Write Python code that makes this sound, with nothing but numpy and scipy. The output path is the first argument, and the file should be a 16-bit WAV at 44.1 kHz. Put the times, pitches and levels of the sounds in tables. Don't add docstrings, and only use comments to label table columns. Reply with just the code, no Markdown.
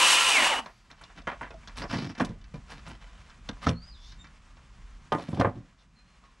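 import sys
import numpy as np
from scipy import signal
from scipy.fft import rfft, irfft
from scipy.io import wavfile
from scipy.ndimage import uniform_filter1d

SR = 44100
rng = np.random.default_rng(int(sys.argv[2]) if len(sys.argv) > 2 else 0)


def to_wav(s):
    ch = np.atleast_2d(s).T
    pcm = np.round(np.clip(ch, -1, 1) * 32767)
    wavfile.write(sys.argv[1], SR, pcm.astype(np.int16))


def convert_level_to_amplitude(level_db):
    exponent = np.asarray(level_db, float) / 20
    return 10 ** exponent


N = 282240

# (frequency [Hz], density [dB per Hz])
HISS = [(180, -18), (300, -8), (886, -4), (1020, 1), (1360, -1.5), (1490, -3), (2870, -6.5), (3950, -11.5),
        (5280, -12.5), (7280, -15), (9430, -22.5), (11500, -37), (15000, -66.5), (22000, -120)]
# (time [s], level [dB])
WIND = [(0, -60), (.5, -59), (.9, -62), (1.2, -52), (1.6, -48.5), (1.9, -47.5), (2.15, -60.5), (2.3, -47),
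        (2.8, -50), (3.4, -52), (3.75, -46), (4.2, -50.5), (4.65, -53), (5.0, -48.5), (5.3, -61.5),
        (5.52, -52), (5.75, -63.5), (6.4, -61.5)]
# (delay [s], left level [dB], right level [dB])
ECHOES = [
    (.009, -15, -9),
    (0.022, -12, -18.5),
    (0.041, -26, -19.5),
]
# (frequency [Hz], left minus right [dB])
LEFT_MORE = [(60, -.1), (130, -.4), (250, -.7), (600, -1.5), (1400, -.7), (2800, .1), (6000, .1),
             (9500, 2.2), (13000, 4.5)]
# (frequency [Hz], left lead [rad])
LEFT_LEAD = [(100, 0), (350, -.06), (700, -.2), (1400, -0.16), (2800, -.28), (4600, -0.09), (9000, .15)]

# (time [s], pitch [Hz], level [dB])
NOTES = [
    [(3.715, 4270, -70), (3.752, 4230, -68), (3.762, 4190, -61), (3.78, 4430, -59), (3.814, 4540, -61),
     (3.83, 4720, -57), (3.848, 4940, -60), (3.857, 4950, -72)],
    [(3.864, 4960, -64), (3.875, 5030, -59), (3.895, 4930, -61), (3.915, 4680, -61), (3.935, 4100, -63),
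     (3.955, 3600, -62), (3.968, 3440, -66)],
    [(3.965, 3420, -65), (4.0, 3420, -66), (4.03, 3520, -65), (4.058, 3540, -66), (4.07, 3700, -69),
     (4.125, 3720, -68)],
    [(3.9, 4950, -68), (3.94, 4940, -63), (3.975, 4850, -70), (4.02, 4850, -76)],
    [(4.188, 3650, -70), (4.198, 3633, -61), (4.228, 3616, -63), (4.238, 3620, -70)],
    [(5.96, 4170, -76), (5.968, 4165, -68), (6.0, 4160, -72), (6.03, 4160, -80), (6.066, 4150, -80),
     (6.076, 4167, -73), (6.105, 4160, -82), (6.15, 4185, -78), (6.165, 4180, -86)],
]
OCTAVE_DB = [-40, -40, -31, -40, -5, -40]
# (time [s], centre [Hz], level [dB])
BUZZ = [
    (3.95, 4200, -72),
    (4.02, 4500, -61),
    (4.07, 4800, -57),
    (4.12, 4500, -59),
    (4.16, 4500, -72),
]

# (frequency [Hz], level [dB], decay t60 [s])
EDGES = [(3630, 9, 0.0019), (4180, 7.5, 0.0025), (4850, 5.5, 0.0043), (5420, 3.5, 0.0064),
         (5930, -4.5, 0.0063)]
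# (frequency [Hz], level [dB], decay t60 [s])
SHEET = [(90, -2, 0.75), (115.4, -2, 0.35), (168.7, 12.5, 0.08), (210.6, 8.5, 0.089), (249, 1.5, 0.14),
         (278.5, 2.5, 0.15)]
# (frequency [Hz], level [dB], decay t60 [s])
BODY = [(497, -54, 0.041), (578, 3.5, 0.028), (721, 4.5, 0.038), (813, 5, 0.015), (960, -20, 0.019),
        (1010, 9, 0.015), (1133, 9, 0.013), (1402, 13.5, 0.0079), (1690, 16.5, 0.0073), (1974, 9.5, 0.011),
        (2308, 3.5, 0.031), (2640, 2.5, 0.03), (3030, 3.5, 0.045)]
# (start [s], length [s], rub [dB], rumble [dB], hiss [dB])
SLIDES = [(0.96, 0.14, -58.5, -69, -76), (1.15, 0.036, -48.5, -39.5, -66), (1.753, 0.078, -42.5, -38, -50),
          (1.889, 0.23, -38, -27, -57), (2.678, 0.11, -48, -49, -63), (2.847, 0.099, -48.5, -43, -73),
          (2.986, 0.204, -55, -65, -84), (3.195, 0.12, -61, -74, -71), (3.61, 0.037, -43, -41, -54.5),
          (5.165, 0.58, -48.5, -46.5, -64), (5.771, 0.05, -72.5, -86, -66), (6.216, 0.083, -70, -67, -74)]
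# (time [s], centre [Hz], level [dB])
SCRAPE = [(1.81, 5075, -75), (1.82, 4656, -45), (1.845, 5230, -52), (1.865, 5360, -87), (1.89, 5000, -56),
          (1.935, 5190, -46.5), (1.975, 4800, -48), (2.01, 4510, -52), (2.03, 5140, -53), (2.06, 5200, -57),
          (2.11, 5200, -58.5), (2.135, 5200, -71)]
# (time [s], level [dB], decay t60 [s])
SPIT = [(.66, -62, 0.037), (0.901, -62, .06), (1.011, -56.5, 0.052), (1.271, -59.5, 0.11),
        (1.411, -58, .08), (1.767, -48.5, 0.18), (2.151, -64, .05), (2.178, -58, .04), (2.187, -57, .04),
        (2.205, -48, .06), (2.247, -43.5, 0.043), (2.288, -65, .05), (2.538, -62.5, .05),
        (2.702, -58, 0.17), (2.877, -55.5, .12), (3.629, -56, .15), (3.668, -47.5, 0.045),
        (3.689, -50, 0.096), (5.122, -53.5, 0.13), (5.147, -61, .06), (5.183, -64.5, .06),
        (5.222, -59.5, .06), (5.288, -57, .06), (5.345, -62.5, 0.059), (5.397, -48, 0.061),
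        (5.465, -66, .05), (1.89, -70, 0.56), (5.16, -71, .9), (5.3, -68.5, 0.36), (5.41, -66, 0.29),
        (2.21, -62, 0.2)]
# (time [s], peak [dB], centre [Hz],
# crack [dB])
TAPS = [(0.659, -25, 1040, -44), (0.9, -33, 1980, -59), (0.912, -35.5, 1140, -44), (1.011, -31, 1380, -70),
        (1.036, -40, 980, -44.5), (1.098, -37, 1170, -81), (1.176, -31.5, 1740, -58),
        (1.27, -12.5, 1210, -45.5), (1.315, -24.5, 950, -82), (1.41, -20, 1030, -64),
        (1.429, -23, 1410, -62), (1.467, -35, 1400, -64), (1.63, -41, 1200, -74), (1.673, -28, 1630, -40),
        (1.818, -17, 1010, -39), (1.9, -24, 2060, -57), (1.936, -14, 930, -50), (2.15, -30.5, 1771, -46.5),
        (2.177, -30, 2600, -46), (2.183, -26, 1390, -44), (2.441, -40, 2400, -54), (2.412, -46, 2800, -56),
        (2.247, -30, 2600, -50), (1.766, -30, 2600, -48), (1.969, -30, 2000, -40), (4.268, -47, 2000, -56),
        (2.555, -40, 2400, -54), (2.699, -35, 1420, -49.5), (2.875, -32, 1180, -50),
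        (3.297, -37, 2010, -51.5), (3.564, -36.5, 1110, -66), (4.119, -36.5, 2170, -50),
        (4.243, -32, 1900, -55), (6.238, -43, 1106, -68), (4.568, -39, 1020, -56.5),
        (3.629, -31, 1270, -54), (3.667, -11, 1350, -45)]
# (time [s], peak [dB], sheet thump [dB], crack [dB], rattle t60 [s])
LANDINGS = [(1.217, -40, -59, -55.5, 0.074), (1.505, -29.5, -45, -52, 0.1), (1.541, -36, -46, -57, 0.049),
            (1.837, -22, -32, -70, 0.089), (2.197, -14, -26, -35.5, 0.29), (2.204, -10, -24, -66, 0.04),
            (2.213, -38, -17, -53, 0.079), (2.247, -61, -33, -39.5, 0.12), (2.289, -64, -29.5, -55, 0.35),
            (2.539, -27.5, -27.5, -54, 0.16), (3.488, -21.5, -26.5, -29.5, 0.084),
            (3.664, -15.5, -16.5, -31.5, 0.19), (3.686, -26, -22.5, -26, 0.091)]
# (time [s], peak [dB], sheet thump [dB], crack [dB], rattle t60 [s])
OFFCUT = [(5.12, -7, -26, -36.5, 0.11), (5.147, -16, -19, -43, 0.057), (5.182, -22, -36, -47, 0.15),
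          (5.221, -45, -34, -46.5, 0.12), (5.285, -25.5, -20.5, -47.5, 0.11),
          (5.328, -22.5, -18.5, -54.5, 0.13), (5.343, -38, -45, -47, 0.14),
          (5.371, -21.5, -21.5, -53, 0.41), (5.396, -13, -24, -35, 0.16), (5.411, -4, -21, -38, 0.051),
          (5.446, -6, -30, -78, 0.095), (5.467, -23.5, -20, -62, 0.13), (5.489, -31, -27, -64, 0.1),
          (5.552, -40, -32.5, -68, 0.3)]
# (time [s], frequency [Hz], peak [dB], decay t60 [s])
RINGS = [(1.272, 911, -31.5, .12), (1.272, 1430, -28, 0.06), (1.273, 1705, -39, 0.097),
         (1.413, 940, -31.5, 0.086), (1.41, 1450, -34, 0.07), (2.2, 660, -31, 0.086),
         (2.201, 1170, -24, .05), (2.2145, 255, -16, 0.085), (2.542, 2393, -48.5, 0.1),
         (3.491, 1604, -38.5, 0.11), (3.666, 81.7, -22, 0.28), (3.668, 573, -28.5, 0.092),
         (3.668, 443, -31.5, 0.19), (3.668, 763, -29.5, 0.083), (3.668, 1278, -16.5, 0.047),
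         (3.668, 1850, -42, 0.073), (3.69, 115, -22, 0.24), (3.69, 512, -28, 0.13),
         (3.628, 1230, -40, 0.13), (3.64, 2050, -40, .1), (3.715, 170, -27, 0.24), (3.668, 2250, -35, .08),
         (3.69, 1500, -38, .08), (5.412, 1500, -28, 0.068), (5.42, 520, -27, 0.06), (5.45, 1600, -29, .08),
         (2.21, 205, -25, 0.12), (.66, 960, -43, .12), (1.043, 2850, -58, .25), (1.543, 650, -41, 0.12),
         (1.509, 2540, -46, 0.04), (1.51, 1426, -52, 0.15), (1.292, 1370, -36, .08),
         (5.405, 272, -23, 0.06), (1.632, 2280, -49, 0.046), (5.121, 229, -30.5, .15),
         (5.122, 510, -28, 0.12), (5.122, 889, -25, 0.2), (5.12, 1055, -31, 0.19),
         (5.121, 1220, -25.5, 0.12), (5.122, 3120, -29, 0.037), (5.399, 82, -31, 0.26),
         (5.4, 312, -36, 0.077), (5.4, 650, -22, 0.067), (5.412, 515, -23, 0.11),
         (5.447, 853, -20.5, 0.064), (5.449, 1230, -29, 0.089), (5.448, 102.3, -22.5, 0.21),
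         (6.237, 1100, -60.5, .3), (6.288, 1054, -60.5, 0.27),
         (5.396, 112, -18, .11), (5.3977, 272, -19, .09), (2.18, 230, -33, .07),
              (2.298, 120, -33, .08), (5.41, 1400, -27, .05), (5.447, 535, -22, .07),
              (5.448, 1050, -24, .05), (5.485, 560, -30, .08), (5.565, 120, -33, .15),
              (5.998, 2480, -66, .3), (3.488, 4400, -40, .03), (3.74, 240, -34, .14),
              (6.235, 1250, -61, .2)]

# (time [s], speed [turns per s])
SPIN = [
    (0, 65),
    (.3, 64.75),
    (.33, 61),
    (.37, 52),
    (.4, 47.2),
    (.44, 44),
    (.49, 37),
    (.52, 30),
    (.62, 12),
]
# (time [s], level [dB])
CUT = [
    (0.0, -21.5),
    (0.09, -21),
    (0.2, -24),
    (0.374, -25),
    (0.47, -23.5),
    (0.51, -28.5),
    (0.598, -37),
    (0.615, -59),
    (0.65, -59),
]
# (frequency [Hz], density [dB per Hz])
CUT_COLOUR = [(150, -24.5), (300, -14), (600, -7.5), (900, 0), (1300, -2.5), (2000, -3), (2700, -1),
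              (3300, -3.5), (5000, -8.5), (8500, -8), (11000, -18.5), (15000, -43)]
# (frequency [Hz], width [Hz], level [dB])
BLADE = [(285, 60, -14), (770, 60, -6), (970, 14, -6), (1045, 20, -3), (1240, 50, -8), (1780, 30, -11),
         (2190, 40, -10), (2490, 50, -3), (2683, 25, 1), (2850, 60, -5), (2915, 36, 8.5), (2990, 70, -1),
         (3250, 200, -9), (3706, 25, -9), (4065, 50, -9), (4650, 50, -11), (5750, 250, -7),
         (7300, 300, -12), (8700, 400, -11)]
ORDERS_HEARD = [8, 13, 15, 16, 18, 21, 38, 43, 45]
ORDER_DB = [-44, -38, -34, -33, -40, -35, -36, -37, -31]
# (multiple, level [dB])
SIDE_ORDERS = [(39, -37), (44, -36), (45, -33), (46, -44), (57, -38), (62.5, -41), (71.5, -41), (29, -39),
               (18, -39)]
# (multiple, housing resonance [Hz], level there [dB])
MOTOR_GLIDES = [(48, 2620, -22), (72, 2200, -29), (24, 1000, -28), (13, 620, -35), (30, 850, -30),
                (5, 230, -42)]
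# (time [s], pitch [Hz], level [dB])
HUM = [
    (.32, 302.5, -54.5),
    (.36, 291, -43),
    (.47, 265, -48),
    (.58, 253, -49.5),
    (.62, 242, -56),
]

FULL_TURNS = 65


def rms_one(x):
    return x / np.sqrt(np.mean(x ** 2) + 1e-20)


def peak_one(x):
    return x / np.max(np.abs(x))


def in_time(rows):
    s, *columns = np.transpose(rows)
    return [np.interp(np.arange(N) / SR, s, c) for c in columns]


def while_on(rows, fade_s):
    t = np.arange(N) / SR
    return np.clip(np.minimum(t - rows[0][0] + fade_s, rows[-1][0] + fade_s - t) / fade_s, 0, 1)


def from_time(s, length):
    start = round(s * SR)
    end = min(start + length, N)
    return slice(start, end), np.arange(end - start) / SR


def at_hz(points, hz):
    point_hz, value = np.transpose(points)
    return np.interp(np.log(hz + 1), np.log(point_hz), value)


def bandpass(x, low_hz, high_hz, order):
    return signal.sosfilt(signal.butter(order, [low_hz, high_hz], "band", fs=SR, output="sos"), x)


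def band(x, low_hz, high_hz, order=2):
    return rms_one(bandpass(x, low_hz, high_hz, order))


def coloured(x, points):
    hz = np.arange(N // 2 + 1) * SR / N
    return rms_one(irfft(rfft(x) * convert_level_to_amplitude(at_hz(points, hz)), N))


def thirds(x, low_hz, high_hz):
    hz = np.arange(N // 2 + 1) * SR / N + 1
    low = 1 / (1 + (hz / low_hz) ** 6)
    high = 1 / (1 + (high_hz / hz) ** 6)
    return [rms_one(irfft(rfft(x) * part, N)) for part in (low, 1 - low - high, high)]


def drift(rate_hz):
    r = np.exp(-32 * np.pi * rate_hz / SR)
    settle = 3000
    noise = rng.standard_normal(N // 16 + settle + 2)
    slow = signal.lfilter([1], [1, -2 * r, r * r], noise)[settle:]
    return np.interp(np.arange(N) / 16, np.arange(len(slow)), rms_one(slow))


def grit(per_s, spread_db):
    clicks = rng.random(N) < per_s / SR
    size = convert_level_to_amplitude(spread_db * np.minimum(rng.exponential(1, N), 4))
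    return rms_one(clicks * size * rng.choice([-1, 1], N))


def modes(x, table):
    out = 0
    for hz, db, t60 in table:
        r = convert_level_to_amplitude(-60 / (np.clip(t60, .005, .3) * SR))
        w = 2 * np.pi * hz / SR
        out = out + convert_level_to_amplitude(db) * signal.lfilter([0, np.sin(w)], [1, -2 * r * np.cos(w), r * r], x + 1e-18)
    return out


def ducking(loud):
    above_db, share, recover_db_per_s, slowness_s = -32, 0.45, 25, .15
    over_db = np.maximum(10 * np.log10(uniform_filter1d(loud ** 2, 1024) + 1e-12) - above_db, 0)
    ramp_db = recover_db_per_s * np.arange(N) / SR
    held_db = np.maximum.accumulate(over_db + ramp_db) - ramp_db
    keep = np.exp(-1 / (slowness_s * SR))
    return convert_level_to_amplitude(-share * signal.lfilter([1 - keep], [1, -keep], held_db))


def air(duck):
    wind_db, = in_time(WIND)
    gust_db = uniform_filter1d(wind_db - wind_db.mean(), int(0.33 * SR))
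    hiss_db = -62.5 + 0.31 * gust_db
    rumble_db = -62 + 0.5 * gust_db
    mid, side = [coloured(rng.standard_normal(N), HISS) for _ in range(2)]
    hiss = convert_level_to_amplitude(hiss_db + 1.6 * drift(8)) * (mid + 0.08 * side * [[1], [-1]])
    wind = convert_level_to_amplitude(wind_db) * band(rng.standard_normal(N), 32, 55.8)
    rumble = convert_level_to_amplitude(rumble_db + 2.5 * drift(6)) * band(rng.standard_normal(N), 65, 220, order=3)
    gusts = wind + .04 * np.roll(wind, 700) * [[1], [-1]]
    return duck * hiss + gusts + rumble


def treeline():
    level_db, t60_s, build_s = -68.5, 1.3, .08
    t = np.arange(SR) / SR
    tail = rng.standard_normal(SR) * convert_level_to_amplitude(level_db - 60 * t / t60_s) * np.minimum(t / build_s, 1)
    wash = convert_level_to_amplitude(in_time(CUT)[0]) * while_on(CUT, .008) * band(rng.standard_normal(N), 1100, 5500)
    return signal.fftconvolve(wash, tail)[:N]


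def bird():
    song = np.zeros(N)
    for note, octave_db in zip(NOTES, OCTAVE_DB):
        hz, db = in_time(note)
        angle = 2 * np.pi * np.cumsum(hz * (1 + .012 * drift(200))) / SR
        voice = np.sin(angle) + convert_level_to_amplitude(octave_db) * np.sin(2 * angle)
        song += np.sqrt(2) * convert_level_to_amplitude(db + 1.8 * drift(80)) * while_on(note, 0.004) * voice
    hz, db = in_time(BUZZ)
    buzz = band(rng.standard_normal(N), 60, 1300) * np.sin(2 * np.pi * np.cumsum(hz) / SR)
    song += convert_level_to_amplitude(db) * while_on(BUZZ, 0.011) * buzz
    t = np.arange(SR // 4) / SR
    leaves = rng.standard_normal(SR // 4) * convert_level_to_amplitude(-60 * t / 0.15)
    return song + convert_level_to_amplitude(-29.5) * signal.fftconvolve(song, leaves)[:N]


def spit():
    fine = band(grit(6000, 2.1), 5500, 9800, order=3)
    shape = np.zeros(N)
    for s, db, t60 in SPIT:
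        here, t = from_time(s, SR // 4)
        shape[here] += convert_level_to_amplitude(db - 60 * t / max(t60, .02)) * np.minimum(t / .006, 1)
    return shape * fine


def scrape():
    hz, db = in_time(SCRAPE)
    clumps = band(grit(3000, 2.1), 30, 460) * convert_level_to_amplitude(2.6 * drift(41))
    return np.sqrt(2) * convert_level_to_amplitude(db) * while_on(SCRAPE, .01) * clumps * np.sin(2 * np.pi * np.cumsum(hz) / SR)


def snap(contact):
    return band(modes(contact, EDGES), 2000, 7660) + .3 * band(contact, 3600, 8400)


def stroke(start_s, length_s, attack_s):
    release_s, sag_db_per_s = 0.029, 51.5
    t = np.arange(N) / SR - start_s
    shape = np.clip(np.minimum(t / attack_s, 1 + (length_s - t) / release_s), 0, 1)
    return shape * convert_level_to_amplitude(-sag_db_per_s * np.clip(t, 0, length_s))


def slides():
    rub, rumble, hiss = np.zeros((3, N))
    for start_s, length_s, rub_db, rumble_db, hiss_db in SLIDES:
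        quick = stroke(start_s, length_s, attack_s=0.023)
        rub += convert_level_to_amplitude(rub_db) * quick
        rumble += convert_level_to_amplitude(rumble_db) * stroke(start_s, length_s, attack_s=0.074)
        hiss += convert_level_to_amplitude(hiss_db) * quick
    contact = grit(2500, 4) * convert_level_to_amplitude(2.8 * drift(38))
    base = .6 * rms_one(modes(contact, BODY)) + .8 * band(contact, 500, 3200)
    sheet = rms_one(modes(band(contact, 109, 660), SHEET))
    return rub * base + rumble * sheet + hiss * convert_level_to_amplitude(2.0 * drift(45)) * snap(contact)


def all_blows():
    rows = [(s, db, hz, db - 19, crack_db, 0.14) for s, db, hz, crack_db in TAPS]
    for table, top_hz in ((LANDINGS, 904), (OFFCUT, 623)):
        rows += [(s, db, top_hz + 9.5 * db, *rest) for s, db, *rest in table]
    return rows


def blows():
    contact, out = grit(2500, 2.73), np.zeros(N)
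    soft, bright = band(contact, 100, 486), snap(contact)
    for s, db, centre_hz, thump_db, crack_db, t60 in all_blows():
        here, t = from_time(s, SR // 4)
        t60 = max(t60, .02)
        narrow_db = np.clip(6.5 - 0.083 * (db + 13), 1, 12)
        near = [(hz, mode_db - narrow_db * np.log2(hz / centre_hz) ** 2, ring) for hz, mode_db, ring in BODY]
        rattle = contact[here] * convert_level_to_amplitude(-60 * t / t60) * np.minimum(t / 0.00053, 1)
        rattle[round(.001 * SR)] += 1.66
        knock = peak_one(band(modes(rattle, near), centre_hz * 0.47, centre_hz * 4.4))
        knock += 0.04 * peak_one(band(rattle, centre_hz / 2, centre_hz * 1.13))
        push = soft[here] * convert_level_to_amplitude(-90 * t / t60) * np.minimum(t / 0.0022, 1)
        thump = modes(push, SHEET)
        crack = peak_one(bright[here] * convert_level_to_amplitude(-190 * t / t60) * np.minimum(t / 0.0039, 1))
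        crack += 0.06 * peak_one(modes(1. * (t == 0), EDGES[2:3]))
        blow = convert_level_to_amplitude(db - 9.0) * knock
        blow += convert_level_to_amplitude(thump_db - 2.5) * peak_one(thump)
        blow += convert_level_to_amplitude(crack_db + 6.5) * peak_one(crack)
        out[here] += np.minimum((t[-1] - t) / .05, 1) * blow
    return out


def rings():
    out = np.zeros(N)
    for s, hz, db, t60 in RINGS:
        here, t = from_time(s, SR // 3)
        decay = convert_level_to_amplitude(db - 60 * t / max(t60, .02)) * np.minimum(t / 0.0012, 1)
        out[here] += decay * np.sin(2 * np.pi * hz * t)
    return out


def cut_parts():
    turns, level_db = in_time(SPIN)[0], in_time(CUT)[0]
    octaves_slower = np.log2(FULL_TURNS / turns)
    return turns, level_db, -8.5 + 7 * octaves_slower, -3.5 - 2 * octaves_slower


def crossing(hz, peak_hz, top_db, below_db, above_db):
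    octaves = np.log2(hz / peak_hz)
    return top_db - np.maximum(above_db * octaves, -below_db * octaves)


def dust():
    _, level_db, _, bright_db = cut_parts()
    ears = np.array([band(rng.standard_normal(N), 10500, 14000, order=3) for _ in range(2)])
    return convert_level_to_amplitude(level_db + bright_db - 29.5) * while_on(CUT, 0.0061) * ears


def hum():
    hz, db = in_time(HUM)
    return convert_level_to_amplitude(db) * while_on(HUM, .01) * np.sin(2 * np.pi * np.cumsum(hz) / SR)


def whine():
    turns, level_db, _, _ = cut_parts()
    angle, waver = 2 * np.pi * np.cumsum(turns) / SR, drift(18)
    tones = np.zeros(N)
    for n, (k, db) in enumerate(SIDE_ORDERS):
        tones += convert_level_to_amplitude(db + 4 * np.roll(waver, 9001 * n)) * np.sin(k * angle + n)
    return tones * convert_level_to_amplitude(level_db + 21) * (turns / FULL_TURNS) ** 5 * while_on(CUT, .008)


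def cutting_noise(angle, low_db, bright_db):
    teeth = rng.standard_normal(N) * (1 + 0.1 * np.cos(angle))
    teeth = teeth * convert_level_to_amplitude(1.3 * band(np.roll(teeth, SR), 30, 600))
    load, flutter = drift(5.4), drift(8.6)
    ringing = np.zeros(N)
    for n, (hz, width_hz, db) in enumerate(BLADE):
        mode = (hz, db + 10 * np.log10(width_hz), np.log(1000) / np.pi / width_hz)
        swell = convert_level_to_amplitude(2.2 * np.roll(flutter, 12007 * (n + 1)))
        ringing += swell * modes(np.roll(teeth, 679 * n), [mode])
    noise = coloured(teeth[::-1], CUT_COLOUR) + .62 * band(ringing, 230, 10000)
    low, middle, bright = thirds(noise, 1500, 4000)
    return middle + convert_level_to_amplitude(low_db + 0.73 * load) * low + convert_level_to_amplitude(bright_db + 1.3 * flutter) * bright


def motor_tones(angle, turns, level_db):
    gear, groan = 42, 18
    gear_db = crossing(gear * turns, peak_hz=2169, top_db=-20.5, below_db=54, above_db=22.5)
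    gear_db -= 7 * np.clip(turns - FULL_TURNS + 1, 0, 1)
    groan_db = crossing(groan * turns, peak_hz=600, top_db=-36, below_db=12, above_db=25)
    mesh = np.sin(gear * angle + .15 * np.sin(angle) + .08 * drift(80))
    tones = convert_level_to_amplitude(gear_db + 1 + 1.5 * drift(40)) * mesh
    tones += convert_level_to_amplitude(groan_db + 3 * drift(40)) * np.sin(groan * angle)
    for k, db in zip(ORDERS_HEARD, ORDER_DB):
        level = convert_level_to_amplitude(db + level_db + 21 + 4 * drift(25)) * (turns / FULL_TURNS) ** 4
        tones += level * np.sin(k * angle + rng.uniform(0, 2 * np.pi))
    for k, hz, db in MOTOR_GLIDES:
        passing_db = crossing(k * turns, hz, db, below_db=45, above_db=45)
        passing_db -= 12 * np.clip(turns - FULL_TURNS + 1.5, 0, 1)
        tones += convert_level_to_amplitude(passing_db + 4 * np.sin(angle / 2)) * np.sin(k * angle)
    return tones


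def saw():
    turns, level_db, low_db, bright_db = cut_parts()
    angle = 2 * np.pi * np.cumsum(turns * (1 + .0008 * drift(30))) / SR
    cut = convert_level_to_amplitude(level_db - 2.0) * cutting_noise(angle, low_db, bright_db)
    return (cut + motor_tones(angle, turns, level_db)) * while_on(CUT, 0.008)


def outdoors(x):
    out, dull = np.array([x, x]), bandpass(x, 400, 3000, order=1)
    for lag_s, left_db, right_db in ECHOES:
        lag = round(lag_s * SR)
        out[:, lag:] += convert_level_to_amplitude(np.array([[left_db], [right_db]])) * dull[:-lag]
    t = np.arange(SR // 2) / SR
    trees = rng.standard_normal(len(t)) * convert_level_to_amplitude(-52.5 - 60 * t / 0.39) * np.minimum(t / 0.03, 1)
    return out + signal.fftconvolve(dull, trees)[:N]


def scene():
    handling = bandpass(blows() + slides() + rings(), 60, 9500, order=3)
    near = saw() + hum() + handling
    background = air(ducking(near)) + treeline()
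    return outdoors(near + bird() + spit() + scrape()) + dust() + background + whine()


def band_limit(x):
    return signal.sosfilt(signal.butter(12, 15040, fs=SR, output="sos"), x)


def record(dry):
    hz = np.arange(N // 2 + 1) * SR / N
    port = convert_level_to_amplitude(at_hz(LEFT_MORE, hz) / 2) * np.exp(.5j * at_hz(LEFT_LEAD, hz))
    mix = irfft(rfft(dry) * np.array([port, 1 / port]), N)
    return band_limit(mix)


dry = scene()
out = record(dry)
to_wav(out)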